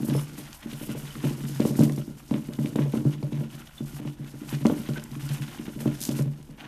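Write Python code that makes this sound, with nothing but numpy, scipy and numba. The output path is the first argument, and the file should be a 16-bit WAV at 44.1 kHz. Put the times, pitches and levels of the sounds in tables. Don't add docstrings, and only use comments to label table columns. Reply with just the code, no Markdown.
import sys
import numpy as np
from scipy import signal
from scipy.fft import rfft, irfft
from scipy.io import wavfile
from scipy.ndimage import uniform_filter1d
from numba import njit

SR = 44100
rng = np.random.default_rng(int(sys.argv[2]) if len(sys.argv) > 2 else 0)


def generate_wav(sig):
    pcm = np.round(np.clip(np.atleast_2d(sig).T, -1, 1) * 32767).astype(np.int16)
    wavfile.write(sys.argv[1], SR, pcm)


N = 294345
HOP = 40

# start_s, level_db, cavity_boom_db, hardness_db
THUMPS = [(.028, -20, -21, -1.5), (.085, -15.5, 1.5, 1.5), (.12, -25, -3, -5), (.15, -24.5, 10, 15),
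          (.38, -34.5, -17, -2), (.494, -42, -4, -12), (0.657, -27.5, -16, -6), (.726, -31, 0, 3),
          (.811, -25.5, -4, 2), (.889, -22, -2, 1.5), (.95, -28, 9, 10), (1.027, -42, 12, 3),
          (1.153, -34, -6, 0), (1.238, -16.5, -1.5, 2), (1.307, -22.5, -5, 3), (1.437, -25.5, 1, -10),
          (1.552, -33.5, 13.5, -5), (1.599, -9.5, -12, 2.5), (1.652, -12, -13, 6), (1.707, -22.5, -27, 7),
          (1.756, -21, 2.5, -11), (1.79, -6.5, 0, 0), (1.808, -15, -22, 6), (1.827, -12, -9, -2),
          (1.898, -31, -8, 15), (1.977, -19, -0.5, 1), (2.077, -23.5, -8, -5), (2.311, -14.5, -2.5, 1.5),
          (2.341, -18.5, -1.5, 2), (2.486, -22, -19, -4), (2.587, -16.5, 1, -1), (2.645, -18.5, -9, -3),
          (2.696, -26.5, -13, -14), (2.757, -14.5, -24, 4.5), (2.788, -12, -1, 3), (2.858, -30.5, 4, 14),
          (2.937, -15, -20, 4), (2.968, -18.5, 2, -6), (3.051, -13, 7, -1.5), (3.227, -21, 4.5, 3),
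          (3.321, -22.5, 6, 0.5), (3.376, -29, 8, 3), (3.408, -24.5, 4, 4), (3.531, -37.5, 12.5, -7),
          (3.601, -39, -12, -10), (3.805, -22, -0.5, -3.5), (3.932, -33.5, 9.5, -10), (3.997, -28, 2, 1),
          (4.051, -27.5, 7.5, 5), (4.195, -32, 13.5, -6), (4.338, -32, 6, 0.5), (4.415, -25.5, -29, -11),
          (4.524, -22, 6.5, -2), (4.609, -25.5, 8, -4), (4.652, -5, -14, 3), (4.699, -13.5, 2, 11),
          (4.797, -24, -12, -6), (4.888, -19, 3.5, 0), (4.97, -28, -4, 3), (5.113, -33, 4.5, -19),
          (5.162, -30, 6.5, -13), (5.221, -37, 15.5, -8), (5.298, -29.5, 12, 0), (5.397, -31.5, 13, -9),
          (5.481, -32, 0, -11), (5.594, -21.5, -12, -25), (5.678, -23, -8, -1), (5.76, -26.5, 1.5, -7),
          (5.808, -32, 3, 10), (5.857, -11.5, 0.5, 1.5), (6.01, -30.5, -3, -7), (6.088, -15, -5.5, -2),
          (6.159, -24.5, -17, -7), (6.191, -20.5, 6.5, 3), (6.256, -25.5, 12, 0), (6.492, -35.5, 5.5, -3)]
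# pitch_hz, gain_db, free_t60_s
HOUSE_MODES = [(142.4, -6, 0.38), (208, -12, 0.61), (230.1, -3.5, 0.32), (266.5, -1, 0.088),
               (278, 1, 0.029), (295.2, -6.5, 0.25), (332.7, -15, 0.4), (342.7, -10, 0.21),
               (420, -33, 0.29), (476, 0.5, 0.051), (528, -30, 0.34), (649, -11, 0.1), (763, -18.5, 0.21),
               (852, -6.5, 0.039), (982, -16, 0.12), (1100, -20, 0.11), (1300, -30, 0.18),
               (1330, -54, 0.099)]
# pitch_hz, gain_db, free_t60_s
LATE_MODE = (585.6, -14.5, 0.039)
# time_s, claws_db, dust_db, drag_db
STIR = [(0.0, -55.5, -53.5, -27), (0.43, -53, -57, -47), (0.62, -55, -58.5, -59), (0.85, -54, -56.5, -41.5),
        (1.36, -53.5, -53, -35), (1.8, -54, -49.5, -39), (2.12, -61.5, -60, -48), (2.93, -56.5, -56, -35.5),
        (3.2, -60.5, -62.5, -38), (3.7, -59, -60.5, -54), (3.9, -59, -59.5, -48), (4.17, -61.5, -64, -43),
        (4.4, -60, -57, -48), (4.75, -49.5, -49.5, -37), (5.07, -57, -60, -49), (6.08, -55, -52.5, -43),
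        (6.3, -62.5, -63, -44), (6.67, -66, -67.5, -42.5)]
# start_s, length_s, claws_db, dust_db
STROKES = [(0.03, 0.068, -59, -54.5), (0.085, 0.13, -48, -50.5), (0.364, 0.03, -51.5, -51),
           (0.448, 0.044, -57.5, -53), (0.521, 0.028, -56.5, -47.5), (0.613, 0.048, -53, -62),
           (0.681, 0.12, -53.5, -52.5), (0.812, 0.064, -54, -51), (0.884, 0.034, -49, -52),
           (0.955, 0.14, -51.5, -49.5), (1.154, 0.04, -56, -54), (1.214, 0.093, -48, -49),
           (1.36, 0.09, -53, -52.5), (1.469, 0.083, -58.5, -48), (1.588, 0.03, -45.5, -50),
           (1.645, 0.051, -50, -44.5), (1.757, 0.096, -48.5, -45), (1.95, 0.042, -57, -57),
           (2.166, 0.031, -62, -57), (2.303, 0.079, -52.5, -59), (2.519, 0.018, -53.5, -56),
           (2.602, 0.089, -55, -54.5), (2.75, 0.094, -50.5, -56), (2.915, 0.06, -52, -56.5),
           (3.044, 0.096, -52.5, -56), (3.221, 0.02, -59, -65), (3.313, 0.13, -56, -60.5),
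           (3.49, 0.07, -53, -56.5), (3.574, 0.03, -54, -55), (3.767, 0.023, -56, -59),
           (3.854, 0.13, -55, -54), (4.046, 0.036, -54, -57), (4.228, 0.1, -55.5, -63),
           (4.401, 0.035, -55, -71), (4.474, 0.072, -46, -50), (4.646, 0.041, -43.5, -51),
           (4.73, 0.17, -54, -54), (4.948, 0.027, -46.5, -56), (5.105, 0.049, -53.5, -57),
           (5.188, 0.079, -47.5, -50), (5.285, 0.091, -46.5, -48), (5.41, 0.026, -45.5, -50),
           (5.477, 0.13, -49.5, -55), (5.654, 0.033, -52, -65), (5.8, 0.027, -48, -50.5),
           (5.847, 0.097, -50, -56.5), (6.006, 0.071, -55.5, -38.5), (6.078, 0.12, -49.5, -46.5),
           (6.369, 0.032, -58.5, -70), (6.574, 0.077, -49, -65.5)]
# freq_hz, density_db
RASP_SPECTRUM = [(350, -17), (600, 1), (679, 0), (952, 2), (1070, 0.5), (1390, -2), (1550, 0.5), (2960, -2),
                 (3670, -4.5), (5000, -17.5), (6500, -11), (11000, -120)]
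# pitch_hz, gain_db, t60_s
SCRATCH_MODES = [(1407, -27, 0.022), (2170, -30, 0.0058), (2960, -21.5, 0.007), (3460, -28, 0.0035)]
# freq_hz, density_db
DUST_SPECTRUM = [(2000, -15.5), (3500, -2), (5000, 2.5), (7000, 1.5), (9000, 1), (14000, -0.5),
                 (16000, -12)]
# start_s, length_s, top_lift_db
PUFFS = [(0.041, .04, 9), (0.377, .04, 5), (0.792, 0.07, 7.5), (5.798, 0.017, 10)]
# freq_hz, density_db
ROOM_SPECTRUM = [(12, -30), (20, 21.5), (65, 21.5), (386, -19), (522, -5), (1010, -2), (1250, -25),
                 (3370, -23.5), (3760, -18), (14000, -31)]
# start_s, peak_db, centre_hz
TICKS = [(.031, -37, 2380), (.099, -28.5, 2600), (0.165, -26, 7500), (.389, -35, 5700), (.529, -33, 3120),
         (.74, -38, 4200), (.902, -32, 2000), (1.154, -32, 1710), (1.241, -37, 2200), (1.604, -27.5, 4000),
         (1.655, -37, 1600), (1.754, -34, 1300), (1.771, -40, 8200), (1.793, -24.5, 5500),
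         (1.814, -22, 8800), (1.836, -22.5, 7500), (1.842, -28, 8200), (1.896, -30.5, 1530),
         (1.922, -32.5, 6400), (1.962, -32.5, 8900), (2.101, -40, 11500), (2.31, -34, 1900),
         (2.34, -25.5, 1330), (2.486, -39.5, 1400), (2.535, -33, 3880), (2.589, -34, 1180),
         (2.659, -27.5, 2810), (2.758, -27.5, 2700), (2.76, -31, 8000), (2.921, -34, 11300),
         (2.951, -40, 1200), (3.063, -40.5, 1100), (3.229, -35.5, 2600), (3.674, -37, 2720),
         (4.492, -29, 3300), (4.55, -31, 3270), (4.657, -19.5, 1300), (4.667, -19.5, 4470),
         (4.889, -33.5, 2600), (4.935, -33.5, 2800), (4.997, -36, 3200), (5.039, -27.5, 7850),
         (5.116, -40, 3600), (5.291, -29, 2600), (5.421, -31, 1700), (5.48, -35, 1500), (5.807, -33, 6100),
         (6.005, -22, 9300), (6.015, -18, 7600), (6.027, -17, 8500), (6.037, -16.5, 6960),
         (6.052, -18, 5400), (6.073, -25, 8000), (6.091, -24, 4130), (6.113, -29, 4600), (6.19, -42, 3300),
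         (6.223, -32, 9800), (6.428, -41, 7100), (6.509, -46, 4800)]
# start_s, level_db
METAL_STRIKES = [(.132, -45), (0.151, -42), (0.167, -42), (.195, -48), (.21, -46)]
# pitch_hz, gain_db, t60_s
METAL_MODES = [(5310, -5, 0.11), (10070, -3, 0.15), (13300, -4, .06)]
# start_s, level_db, pitch_hz, length_s
SQUEAKS = [(1.066, -43, 3430, 0.011), (1.106, -40, 3050, 0.0081), (3.777, -41, 3520, 0.013),
           (4.956, -34.5, 1526, 0.024), (4.967, -40.5, 1950, 0.014)]


def from_db(db):
    return np.exp(np.asarray(db) * (np.log(10) / 20))


def rms_one(x):
    return x / np.sqrt(np.mean(x ** 2) + 1e-20)


def butter(x, order, edge_hz, kind):
    return signal.sosfilt(signal.butter(order, edge_hz, kind, fs=SR, output="sos"), x)


def drift(rate_hz):
    pole = np.exp(-2 * np.pi * rate_hz * HOP / SR)
    noise = rng.standard_normal(N // HOP + 2002)
    return rms_one(signal.lfilter([1], [1, -2 * pole, pole * pole], noise)[2000:])


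def flicker(slow_db):
    return np.interp(np.arange(N) / HOP, np.arange(len(slow_db)), from_db(slow_db))


def swells(starts_s, lengths_s, levels_db, attack_s=0.0061, release_s=0.021):
    t = np.arange(N // HOP + 1) * HOP / SR
    power = 0
    for start_s, length_s, gain in zip(starts_s, lengths_s, from_db(levels_db)):
        age_s = np.maximum(t - start_s, 0)
        rise = 1 - np.exp(-age_s / attack_s)
        fall = np.exp(-np.maximum(age_s - length_s, 0) / release_s)
        power += (gain * rise * fall) ** 2
    return np.interp(np.arange(N) / SR, t, np.sqrt(power))


def grains(per_s, spread_db):
    out, count = np.zeros(N), int(per_s * N / SR)
    sizes = from_db(spread_db * np.minimum(rng.exponential(1, count), 5))
    signs = rng.choice([-1, 1], count)
    out[rng.integers(0, N, count)] = sizes * signs
    return rms_one(out)


def coloured(source, spectrum, flicker_db, flicker_hz):
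    freq_hz, density_db = np.transpose(spectrum)
    size = (N // 4096 + 1) * 4096
    bin_pos = np.log2(np.arange(1, size // 2 + 2) * SR / size) / 2
    knot_pos = np.log2(freq_hz) / 2
    shaped = rfft(source, size) * from_db(np.interp(bin_pos, knot_pos, density_db))
    out, common = 0, drift(flicker_hz)
    for centre in range(int(knot_pos[0]), int(knot_pos[-1]) + 2):
        band = irfft(shaped * np.maximum(1 - np.abs(bin_pos - centre), 0), size)[:N]
        out += band * flicker(flicker_db * (common + 1.8 * drift(flicker_hz)))
    return rms_one(out)


def ring(clicks, pitch_hz, t60_s):
    r, w = from_db(-60 / (t60_s * SR)), 2 * np.pi * pitch_hz / SR
    return signal.lfilter([0, np.sin(w)], [1, -2 * r * np.cos(w), r * r], clicks + 1e-18)


@njit
def ring_damped(blows, pitch_hz, decay):
    w = 2 * np.pi * pitch_hz / SR
    out, cos_w, sin_w = np.zeros(len(blows)), np.cos(w), np.sin(w)
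    for i in range(2, len(blows)):
        out[i] = 2 * decay[i] * cos_w * out[i - 1] - decay[i] ** 2 * out[i - 2] + sin_w * blows[i - 1]
    return out


def patter(drag, thump_at, thump_db, rock_t60_s=0.32):
    kicks = np.zeros(N)
    kicks[thump_at] = from_db(thump_db - 50)
    rocking = signal.lfilter([1], [1, -from_db(-60 / (rock_t60_s * SR))], kicks + 1e-18)
    dragging = drag * from_db(-42) * flicker(4.17 * drift(rate_hz=22.4))
    return (dragging + rocking) * grains(per_s=400, spread_db=3.5)


def house(drag, cavity_top_hz=175, upper_hz=400, contact_lag_s=0.00017, late_s=0.014):
    start_s, level_db, boom_db, hardness_db = np.transpose(THUMPS)
    thump_at = ((start_s + contact_lag_s) * SR).astype(int)
    last_thump = np.maximum(np.searchsorted(thump_at, np.arange(N), "right") - 1, 0)
    t60_share = np.clip(0.39 - 0.011 * level_db, 0.15, 1.5)
    modes = HOUSE_MODES + [LATE_MODE]
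    spot_db = 2.0 * rng.standard_normal((len(THUMPS), len(modes)))
    bumps = patter(drag, thump_at, level_db)
    out = np.zeros(N)
    for k, (pitch_hz, gain_db, free_t60_s) in enumerate(modes):
        late = k == len(HOUSE_MODES)
        tilt_share, bump_share = (0.69, 0.38) if late else (1, 1)
        tilt_db = boom_db if pitch_hz < cavity_top_hz else hardness_db if pitch_hz > upper_hz else 0
        blows = bump_share * bumps
        blows[thump_at] -= from_db(level_db + tilt_share * tilt_db + spot_db[:, k] - 11)
        if pitch_hz < cavity_top_hz:
            blows = 0.023 * ring(blows, pitch_hz=140.6, t60_s=0.063)
        elif pitch_hz < upper_hz:
            blows = 0.033 * ring(blows, pitch_hz=281.7, t60_s=0.018)
        else:
            blows = signal.lfilter([0.3], [1, -0.7], blows)
        if late:
            blows = 0.08 * ring(np.roll(blows, int(late_s * SR)), pitch_hz, t60_s=0.041)
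        decay = from_db(-60 / (free_t60_s * t60_share * SR))
        out += from_db(gain_db) * ring_damped(blows, pitch_hz, decay[last_thump])
    soft = butter(out, 1, 600, "low")
    return butter(soft, 4, 112, "high")


def claws(effort):
    rasp = coloured(grains(per_s=4000, spread_db=3.0), RASP_SPECTRUM, flicker_db=2.04, flicker_hz=50)
    clumps = flicker(3.7 * drift(rate_hz=35))
    catches = sum(from_db(gain_db) * ring(grains(per_s=250, spread_db=2.5), pitch_hz, t60_s)
                  for pitch_hz, gain_db, t60_s in SCRATCH_MODES)
    return effort * (rasp + clumps * catches)


def dust(cloud, split_hz=9500, base_lift_db=2):
    hiss = coloured(grains(per_s=9000, spread_db=2.5), DUST_SPECTRUM, flicker_db=1.27, flicker_hz=26)
    coarse = butter(hiss, 3, split_hz, "low")
    fine = butter(hiss, 3, split_hz, "high")
    lift = np.hypot(from_db(base_lift_db), swells(*np.transpose(PUFFS)))
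    return cloud * (coarse + lift * fine)


def room_echoes(x, t60_s=0.38, damping_hz=5000):
    size = (N // 4096 + 9) * 4096
    freq_hz = np.arange(size // 2 + 1) * SR / size
    damping = 1 / np.sqrt(1 + (freq_hz / damping_hz) ** 2)
    lags = (rng.uniform(0.0094, 0.03, 6) * SR).astype(int)
    response = 0
    for k, lag_s in enumerate(lags / SR):
        loop = from_db(-60 * lag_s / t60_s) * damping * np.exp(-2j * np.pi * freq_hz * lag_s)
        response += (-1) ** k * loop / (1 - loop)
    return irfft(rfft(x, size) * response, size)[:N]


def room_tone():
    return coloured(rng.standard_normal(N), ROOM_SPECTRUM, flicker_db=0.5, flicker_hz=1.3)


def ticks(t60_s=0.02, snap_s=0.00077):
    t = np.arange(2000) / SR
    out = np.zeros(N + len(t))
    envelope = from_db(-60 * t / t60_s) * (1 + 1.8 * np.exp(-t / snap_s))
    for start_s, peak_db, centre_hz in TICKS:
        width_oct = 1.18 + 0.26 * np.log2(centre_hz / 1000)
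        edge_ratio = 2 ** (width_oct / 2)
        band_hz = [centre_hz / edge_ratio, min(centre_hz * edge_ratio, 20000)]
        tick = butter(rng.standard_normal(len(t)) * envelope, 2, band_hz, "band")
        at = int(start_s * SR)
        out[at:at + len(t)] += from_db(peak_db) * tick / np.abs(tick).max()
    return out[:N]


def tinkle():
    clicks = np.zeros(N)
    for start_s, level_db in METAL_STRIKES:
        clicks[int(start_s * SR)] = from_db(level_db)
    return sum(from_db(gain_db) * ring(clicks, pitch_hz, t60_s)
               for pitch_hz, gain_db, t60_s in METAL_MODES)


def squeaks():
    out = np.zeros(N)
    for start_s, level_db, pitch_hz, length_s in SQUEAKS:
        t = np.arange(int(length_s * SR)) / SR
        roughness = 1 + 2.2 * uniform_filter1d(rng.standard_normal(4000), size=30)[:len(t)]
        envelope = from_db(level_db) * np.sin(np.pi * t / length_s)
        at = int(start_s * SR)
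        out[at:at + len(t)] += envelope * roughness * np.sin(2 * np.pi * pitch_hz * t)
    return out


def scuff(band_hz=(550, 1500)):
    rub = rms_one(butter(grains(per_s=3000, spread_db=3.0), 2, band_hz, "band"))
    return rub * swells(starts_s=[6.585], lengths_s=[0.09], levels_db=[-53])


def scene(drag_over_claws_db=8.5, echo_db=-18, tone_db=-54):
    time_s, *stir_db = np.transpose(STIR)
    t = np.arange(N) / SR
    stir_claws, stir_dust, stir_drag = [from_db(np.interp(t, time_s, db)) for db in stir_db]
    start_s, length_s, claws_db, dust_db = np.transpose(STROKES)
    scraping = swells(start_s, length_s, claws_db)
    drag = np.hypot(stir_drag, from_db(drag_over_claws_db) * scraping)
    effort = np.hypot(stir_claws, scraping)
    cloud = np.hypot(stir_dust, swells(start_s, length_s, dust_db))
    direct = house(drag) + claws(effort) + dust(cloud) + ticks() + tinkle() + squeaks() + scuff()
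    return (direct + from_db(tone_db) * room_tone() + from_db(echo_db) * room_echoes(direct))[None]


def record(dry, step_hz=14150, cutoff_hz=15050):
    stepped = signal.sosfilt(signal.cheby2(18, 36, step_hz, fs=SR, output="sos"), dry)
    return signal.sosfilt(signal.cheby2(24, 60, cutoff_hz, fs=SR, output="sos"), stepped)


dry = scene()
out = record(dry)
generate_wav(out)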